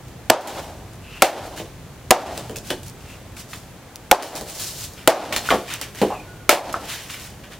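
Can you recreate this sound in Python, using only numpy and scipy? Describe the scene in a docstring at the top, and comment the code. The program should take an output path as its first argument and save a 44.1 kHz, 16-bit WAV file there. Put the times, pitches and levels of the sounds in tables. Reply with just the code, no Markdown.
"""Chopping green bamboo under an open shed

A heavy knife chops a bamboo pole on a plank lying on the ground, close to the microphone.
Noise bursts crack the fibres, then ringing modes thump the plank; shed and yard answer with dying noise.
Between blows, noise bursts and short rings make knocks, clonks and taps; grainy noise makes the slides.
Chips tick and far whistles sound over outdoor air; loud bursts duck the gain, which swells back over the echo."""
import sys
import numpy as np
from scipy import signal
from scipy.fft import rfft, irfft, next_fast_len
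from scipy.io import wavfile
from scipy.ndimage import uniform_filter1d

SR = 44100
rng = np.random.default_rng(int(sys.argv[2]) if len(sys.argv) > 2 else 0)


def transcribe(signal):
    """Save signal, clipped to [-1, 1], as a 16-bit WAV file at the path in sys.argv[1]."""
    frames = np.atleast_2d(signal).T
    limited = np.clip(frames, -1, 1)
    pcm = np.round(limited * 32767).astype(np.int16)
    wavfile.write(sys.argv[1], SR, pcm)


N = 334719  # length of the scene in samples

# colour of a gritty tick: hz, relative_db (per Hz)
TICK_COLOUR = [(2000, -4), (4500, 3.5), (8000, 3.5), (13000, -4), (16000, 0)]
# how long the shed's quick answer lasts: hz, t60_s
SHED_DECAY = [(150, 0.19), (700, 0.25), (2000, .17), (6000, 0.17), (14000, 0.082)]
# how long the yard's answer lasts: hz, t60_s
YARD_DECAY = [(150, 1), (700, 0.93), (2000, 0.68), (6000, 1), (14000, 1)]


def amp(db):
    """Decibels to gain."""
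    return 10 ** (np.asarray(db) / 20)


def unit(x):
    """Scale to rms 1."""
    return x / np.sqrt(np.mean(x ** 2) + 1e-20)


def along(points, hz):
    """Read a curve of (Hz, value) points on a log frequency axis."""
    f, v = np.transpose(points)
    return np.interp(np.log(hz + 1), np.log(f + 1), v)


def filtered(x, response):
    """Multiply the spectrum of x by a response of frequency."""
    size = x.shape[-1]
    padded = next_fast_len(size + 8192)  # room for the filter to ring out
    spectrum = rfft(x, padded) * response(np.fft.rfftfreq(padded, 1 / SR))
    return irfft(spectrum, padded)[..., :size]


def wobble(rate, size):
    """A wandering random curve, rate knots a second."""
    knots = rng.standard_normal(int(size * rate / SR) + 4)
    return np.interp(np.arange(size) * rate / SR, np.arange(len(knots)), knots)


def noise(spectrum, size, grain_db):
    """Coloured mid and side noise of rms 1, clumped into millisecond grains."""
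    grains = rng.standard_normal((2, size)) * amp(grain_db * wobble(900, size))
    return unit(filtered(grains, lambda hz: amp(along(spectrum, hz))))


def fade(t, t60):
    """Silent before t = 0, then dying by 60 dB in t60 seconds (at least 1 ms)."""
    return (t >= 0) * amp(-60 * np.maximum(t, 0) / max(t60, .001))


def ring(t, hz, t60):
    """One struck mode: a sine that dies exponentially."""
    return np.sin(2 * np.pi * hz * t) * fade(t, t60)


def add(track, s, sound):
    """Mix a sound into the track at time s."""
    part = track[..., round(s * SR):][..., :sound.shape[-1]]
    part += sound[..., :part.shape[-1]]


def diffuse(spectrum, decay):
    """A fresh mid and side tail; it builds up within milliseconds and each frequency dies at its own speed."""
    size = int(SR * max(t60 for hz, t60 in decay))
    hz, t, z = signal.stft(noise(spectrum, size, grain_db=1), SR, nperseg=256)
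    dying = amp(-60 * t / along(decay, hz)[:, None])
    build_up = 1 - fade(t, .04)
    return signal.istft(z * dying * build_up, SR, nperseg=256)[1]


def in_shed(x, shed_db, yard_db):
    """Add the quick answer of the shed and the long one of the yard, spread out from the mid signal."""
    # what the surroundings reflect: hz, relative_db
    wall_colour = [(100, 1), (700, -7.5), (3000, -3), (14000, 1.5)]
    out = x.copy()
    for db, decay in (shed_db, SHED_DECAY), (yard_db, YARD_DECAY):
        tail = diffuse(wall_colour, decay)
        tail = tail / np.linalg.norm(tail[0])
        add(out, 0, amp(db) * signal.fftconvolve(x[:1], tail, axes=1))
    return out


def bass_cut(x, low_hz):
    """Cut the deep bass, so the blows and thuds stay light below a few hundred Hz."""
    return signal.lfilter(*signal.butter(2, low_hz, "high", fs=SR), x)


def air():
    """Outdoor background: a restless low rumble under a smooth hiss, both of filtered noise."""
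    # colour of the background: hz, relative_db (per Hz)
    air_colour = [(15, -34), (25, -7.5), (127, -5.5), (242, -15.5), (270, -15), (301, -16.5), (714, -20.5),
                  (775, -21), (988, -24.5), (1610, -27), (2690, -31), (5280, -37), (6740, -36),
                  (8590, -39.5), (16000, -43)]
    # course of the low rumble: time_s, relative_db
    rumble_course = [(0, 1), (1.0, .5), (2.0, 1.5), (2.8, 2.5), (3.8, -2.5), (5.0, -0.5), (6.3, -1.5),
                     (7.6, -1.5)]
    steady = filtered(noise(air_colour, N, grain_db=-0.5), lambda hz: hz ** 4 / (hz ** 4 + 33 ** 4))
    rumble = filtered(steady, lambda hz: 1 / (1 + (hz / 220) ** 4))
    rumble_db = np.interp(np.arange(N) / SR, *np.transpose(rumble_course)) + 1.1 * wobble(14, N)
    return amp(-40) * (steady + rumble * (amp(rumble_db) - 1))


def crumbs():
    """Chips and grit tick faintly at random, each a short grainy noise burst."""
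    out, t = np.zeros((2, N)), np.arange(SR // 20) / SR
    per_s, typical_db, spread_db, t60_s = 3.2, -43, 6, 0.056
    for s in rng.uniform(0, N / SR, int(per_s * N / SR)):
        tick = fade(t, t60_s) * noise(TICK_COLOUR, len(t), grain_db=9)
        add(out, s, amp(rng.normal(typical_db, spread_db)) * tick)
    return out


def plank(t, pitch):
    """The plank's modes ring together, at slightly new strengths for every blow."""
    # modes of the plank at pitch ratio 1: hz, level_db, t60_s
    plank_modes = [(284, -41, 0.13), (371, -17, 0.11), (506, -12.5, 0.069), (540, -4.5, 0.043),
                   (690.5, 1.5, 0.055), (769, -1, 0.062), (903, -11.5, 0.046), (1050, -32, 0.02)]
    return sum(amp(db + rng.normal(0, 2.7)) * ring(t, hz * pitch, t60) for hz, db, t60 in plank_modes)


def chops():
    """Fibres crack while the edge passes through the tube; then the blade lands on the plank and rebounds."""
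    # the blows: start_s, crack_db, cutting_s, tube_hz, tube_db, splintering_db, plank_db,
    # plank_pitch_ratio, rebound_delay_s, rebound_db (relative to the landing), echo_db
    blows = [(0.2996, 11.5, 0.0043, 1810, -3.5, -15, 13.5, 0.91, 0.0076, -3.5, 9.5),
             (1.2213, 9.5, 0.0042, 1334, 7, 0, 4, 0.98, 0.0052, 4.5, 2.5),
             (2.107, 5.5, .006, 1420, -23, -10, 8, 0.97, .008, -3.5, 3.5),
             (4.1131, 6.5, 0.0045, 1420, 1, -5, 13, 1.07, 0.0094, -5, 6),
             (5.0752, 10, 0.0054, 1440, 0, -1.5, 9.5, 0.95, 0.0076, -3.5, 7),
             (6.4926, 6, 0.005, 1336, 9.5, 2.5, -1, 0.96, .031, -2.5, 3)]
    # colour of the crack: hz, relative_db (per Hz)
    crack_colour = [(60, 9), (300, 0), (700, 4.5), (1200, -5), (2500, -6), (4500, -10), (8000, -10.5),
                    (13000, -13.5), (16000, -15)]
    # colour of the splintering: hz, relative_db (per Hz)
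    splinter_colour = [(200, -29), (600, -25.5), (2000, -2.5), (4000, -9.5), (8000, -14), (16000, -21)]
    # modes of the split tube: ratio_to_tube_hz, level_db, t60_s
    tube_modes = [(1.001, -3, 0.045), (1.65, -0.5, 0.017), (2.7, -9, 0.041)]
    # colour of the near echo: hz, relative_db (per Hz)
    near_colour = [(80, -20), (220, -20), (340, -4.5), (430, -10.5), (580, 0.5), (770, -1), (1050, -6),
                   (2000, -15.5), (4000, -20), (8000, -26), (16000, -33)]
    # colour of the far echo: hz, relative_db (per Hz)
    far_colour = [(100, -26.5), (300, -4), (450, -6), (600, 0), (780, 0), (1100, -8), (2000, -12.5),
                  (4000, -20), (8000, -30), (16000, -38.5)]
    far_echo_db = -21.5  # the yard's wash, relative to the near echo
    out, t = np.zeros((2, N)), np.arange(SR // 4) / SR
    for (s, crack_db, cut, tube_hz, tube_db, splinter_db, plank_db,
         pitch, delay, rebound_db, echo_db) in blows:
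        cutting = fade(np.maximum(t - cut, 0), 0.007)  # full until the edge is through
        side_gain = amp([[0], [-12]])  # the crack's side channel is held back
        blow = amp(crack_db) * cutting * noise(crack_colour, len(t), grain_db=4.5) * side_gain
        blow += amp(splinter_db) * fade(t, 0.17) * noise(splinter_colour, len(t), grain_db=-1.5)
        tube = sum(amp(db) * ring(t, ratio * tube_hz, t60) for ratio, db, t60 in tube_modes)
        landing = plank(t - cut, pitch)
        rebound = amp(rebound_db) * plank(t - cut - delay, pitch)
        blow[0] += amp(tube_db) * tube + amp(plank_db) * (landing + rebound)
        add(out, s, bass_cut(blow, low_hz=247))
        # the blow returns from all sides at once, blurred into an uneven wash in the plank's colour
        add(out, s, amp(echo_db) * diffuse(near_colour, SHED_DECAY))
        far = diffuse(far_colour, YARD_DECAY)
        uneven_db = 2.6 * wobble(43.7, far.shape[1])
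        add(out, s, amp(echo_db + far_echo_db + uneven_db) * far)
    return out


def knocks():
    """Pole, blade and offcuts bump the plank and ground: a dull thud, a woody clack and a gritty tick."""
    # the bumps: start_s, thud_db, clack_db, tick_db
    bumps = [(0.41, -37, -40, -22.5), (0.474, -33, -26, -25.5), (1.598, -26, -37, -44),
             (2.374, -32.5, -39, -34), (2.496, -27, -45, -38), (2.56, -34.5, -39, -26.5),
             (2.704, -23.5, -25.5, -27), (2.714, -24.5, -39, -45), (2.831, -53, -54, -40.5),
             (3.367, -46, -40.5, -35.5), (3.5325, -47, -34.5, -39), (4.224, -48, -19.5, -21.5),
             (4.354, -30, -45, -31.5), (4.411, -29.5, -50, -31), (5.325, -31, -20.5, -28),
             (5.363, -31, -22.5, -15.5), (5.5044, -17, -18, -33), (5.513, -15, -24, -35),
             (5.542, -19.5, -28, -42), (5.8135, -34.5, -35, -29), (5.948, -44, -39, -39),
             (6.0166, -11, -22.5, -28), (6.025, -11, -29, -39), (6.727, -50, -44, -34),
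             (7.1, -57, -37, -42)]
    # colour of the thud: hz, relative_db (per Hz)
    thud_colour = [(60, -40), (150, -4), (320, 4.5), (450, 5), (620, -0.5), (820, -2.5), (1200, -18),
                   (3000, -46)]
    # colour of the clack: hz, relative_db (per Hz)
    clack_colour = [(400, -16), (1000, 7), (1500, 4), (2500, 3), (3600, 0.5), (5000, -9), (8000, -25)]
    thud_t60_s, clack_t60_s, tick_t60_s = 0.13175, 0.06375, 0.06715
    out, t = np.zeros((2, N)), np.arange(SR // 6) / SR
    contact = fade(t, 0.0083)  # a sharp first touch
    for s, thud_db, clack_db, tick_db in bumps:
        thud = amp(thud_db) * fade(t, thud_t60_s) * noise(thud_colour, len(t), grain_db=-1.5)
        clack = amp(clack_db) * (contact + fade(t, clack_t60_s)) * noise(clack_colour, len(t), grain_db=6.0)
        tick = amp(tick_db) * (contact + fade(t, tick_t60_s)) * noise(TICK_COLOUR, len(t), grain_db=7.5)
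        add(out, s, bass_cut(thud, low_hz=205) + clack + tick)
    return out


def slides():
    """Grainy friction: the pole or a piece, or a sleeve as the arm swings, speeds up, then slows; it rasps on
    wood and hisses over grit."""
    # the strokes: start_s, speeding_up_s, slowing_t60_s, rasp_db, hiss_over_rasp_db
    strokes = [(0.47, 0.015, 0.58, -34, -3), (1.0, 0.27, .9, -42, -7.5), (1.42, 0.047, 0.38, -49.5, 2),
               (1.558, 0.02, 0.27, -38, -0.5), (2.33, 0.04, 0.65, -44.5, 0.5), (2.63, 0.073, 0.16, -43, 5),
               (2.85, 0.018, 0.11, -55.5, 12), (2.95, 0.16, .6, -49.5, -1.5), (3.355, 0.051, 0.11, -48, 8),
               (3.48, 0.04, 0.43, -54.5, 14), (4.222, 0.01, 0.3, -30, 1), (4.35, 0.014, 0.14, -38, 7.5),
               (4.45, .05, 0.17, -42, 7.5), (4.53, 0.072, 0.92, -43.5, 13.5),
               (4.74, 0.097, 0.19, -47.5, 12), (4.96, 0.021, 0.42, -44.5, -7.5),
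               (5.322, 0.0066, 0.3, -28, -5.5), (5.41, 0.096, 0.43, -33, -1),
               (5.656, 0.074, 0.26, -31.5, -4), (5.811, .006, 0.23, -31.5, -5),
               (5.94, .05, 0.86, -38.5, -2), (6.74, 0.12, .4, -44.5, -0.5), (6.87, 0.03, 0.69, -32, -1),
               (7.091, .015, 0.7, -37.5, -0.5), (7.13, 0.12, 0.18, -50, 8), (7.43, 0.0091, 0.15, -43.5, -9),
               (7.5, .035, 0.11, -42, -5.5)]
    # colour of the rasp: hz, relative_db (per Hz)
    rasp_colour = [(300, -23), (900, -3.5), (1700, 1), (3000, 1.5), (4500, -7.5), (8000, -28)]
    # colour of the hiss: hz, relative_db (per Hz)
    hiss_colour = [(2000, -12), (4200, -2), (7000, -3.5), (12000, -9), (16000, -10.5)]
    push_power = 0.8  # how loudness grows while a slide speeds up
    t = np.arange(N) / SR
    rasp, hiss = np.zeros(N), np.zeros(N)
    for s, rise, t60, db, hiss_db in strokes:
        speeding_up = np.clip((t - s) / rise, 0, 1) ** push_power
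        slowing = fade(np.maximum(t - s - rise, 0), t60)
        stroke = amp(db) * speeding_up * slowing
        # overlapping strokes add in power
        rasp, hiss = np.hypot(rasp, stroke), np.hypot(hiss, amp(hiss_db) * stroke)
    catching = amp(1.8 * wobble(70, N))
    on_wood = rasp * noise(rasp_colour, N, grain_db=3)
    over_grit = hiss * noise(hiss_colour, N, grain_db=2.5)
    return catching * (on_wood + over_grit)


def whistles():
    """Thin far tones, blurred by the distance: a gliding carrier times slow random curves."""
    # the calls: middle_s, length_s, pitch_hz (at the middle), glide_hz_per_s, width_hz, level_db
    calls = [(1.15, .28, 2720, 0, 220, -45), (3.12, .12, 2650, -500, 240, -48),
             (6.17, .17, 2540, -2600, 170, -45), (6.32, .32, 1460, -200, 14, -50)]
    out, t = np.zeros((2, N)), np.arange(N) / SR
    for s, length, hz, glide, width_hz, db in calls:
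        u = t[np.abs(t - s) < length / 2] - s  # seconds from the middle
        blur = wobble(2 * width_hz, len(u)) + 1j * wobble(2 * width_hz, len(u))
        carrier = np.exp(2j * np.pi * (hz + glide * u / 2) * u)
        swell = np.cos(np.pi * u / length)
        add(out[0], s - length / 2, amp(db) * swell * unit(np.real(blur * carrier)))
    return out


def blade_taps():
    """The hand-held steel rings briefly and roughly; where it touches the pole decides which modes speak."""
    # modes of the steel blade: hz, level_db, t60_s
    blade_modes = [(1480, -1, .07), (2590, 1.5, 0.054), (3040, -3, .05), (3406, -1, 0.088), (4180, 0, .14),
                   (5450, -4, .08)]
    # touches on the pole: start_s, level_db, most_excited_hz
    touches = [(2.558, -31, 2600), (2.702, -22.5, 3050), (3.533, -30.5, 2480), (5.362, -24, 4300)]
    chatter_rad = 0.95  # phase jitter while the edge rattles on the bamboo
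    fall_db_per_octave = 23  # away from the most excited pitch
    out, t = np.zeros((2, N)), np.arange(SR // 4) / SR
    for s, db, centre_hz in touches:
        for hz, mode_db, t60 in blade_modes:
            rattling = chatter_rad * wobble(506, len(t))
            tone = np.sin(2 * np.pi * hz * t + rattling) * fade(t, t60)
            off_centre_db = fall_db_per_octave * abs(np.log2(hz / centre_hz))
            add(out[0], s, amp(db + mode_db - off_centre_db) * tone)
    return out


def clonks():
    """A hollow piece lands or rocks: a short ring, with chattering noise around the same pitch."""
    # the landings: start_s, pitch_hz, ring_db, chatter_db, chatter_t60_s
    landings = [(2.714, 345, -21, -35, 0.2), (5.489, 1423, -8, -30, 0.11), (5.505, 2100, -16, -23, 0.099),
                (5.508, 1130, -13.5, -14, 0.12), (5.513, 714, -12, -16.5, 0.17),
                (5.54, 694, -8.5, -23, 0.12), (6.023, 390, -12, -24, 0.073), (6.104, 800, -29, -24.5, 0.2),
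                (6.12, 720, -29, -24.5, 0.19), (6.742, 1300, -9, -24.5, 0.063)]
    out, t = np.zeros((2, N)), np.arange(SR // 6) / SR
    for s, hz, ring_db, chatter_db, t60 in landings:
        # chatter colour: (Hz, relative dB per Hz), peaked at the ring's pitch
        hollow = [(hz / 3, -40), (hz / 1.4, -13), (hz, 0), (hz * 1.4, -13), (hz * 4, -40), (hz * 8, -60)]
        clonk = amp(chatter_db) * fade(t, t60) * noise(hollow, len(t), grain_db=4.0)
        clonk[0] += amp(ring_db) * ring(t, hz, 0.28 * t60)  # the ring dies sooner
        add(out, s, clonk)
    return out


def stereo(pair, width):
    """Mid and side to left and right, with the side shaped by width."""
    mid, side = pair[0], filtered(pair[1], lambda hz: amp(along(width, hz)))
    return np.array([mid + side, mid - side])


def scene():
    """Sources in front of a close microphone pair: near mono in the bass, wider treble; wide air around."""
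    # side level of the sounds in front: hz, side_db
    front_width = [(60, -26), (300, -28), (700, -22), (1300, -27.5), (2700, -17), (5500, -5), (12000, -1)]
    # side level of the background from all around: hz, side_db
    around_width = [(60, -22), (130, -18.5), (300, -10.5), (700, -11.5), (1400, -12), (2800, -6),
                    (5500, -2), (12000, -1)]
    handling = in_shed(knocks() + clonks() + blade_taps() + slides(), shed_db=-5.5, yard_db=-12)
    front = chops() + handling + crumbs()
    return stereo(front, front_width) + stereo(air() + whistles(), around_width)


def gain_control(x, threshold_db, release_db_per_s, attack):
    """Power over the threshold pulls the gain down within milliseconds; it climbs back steadily."""
    detector_s = 0.0027  # power is averaged over this time
    power = np.abs(uniform_filter1d(np.mean(x ** 2, axis=0), max(round(detector_s * SR), 1)))
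    excess = np.maximum(10 * np.log10(power + 1e-12) - threshold_db, 0)
    # hold each peak of the excess, letting it sink at the release speed
    ramp = release_db_per_s * np.arange(N) / SR
    held = np.maximum.accumulate(excess + ramp) - ramp
    keep = np.exp(-1 / (attack * SR))
    reduction_db = signal.lfilter([1 - keep], [1, -keep], held)
    return x * amp(-reduction_db)


def record(dry):
    """The gain ducks with a lag (attack in seconds), peaks past full scale clip, then the top is cut."""
    ducked = gain_control(dry, threshold_db=-6.0, release_db_per_s=82.5, attack=0.002)
    clipped = np.clip(ducked, -1, 1)
    top_hz = 15950
    return filtered(clipped, lambda hz: 1 / (1 + (hz / top_hz) ** 120))


dry = scene()
out = record(dry)
transcribe(out)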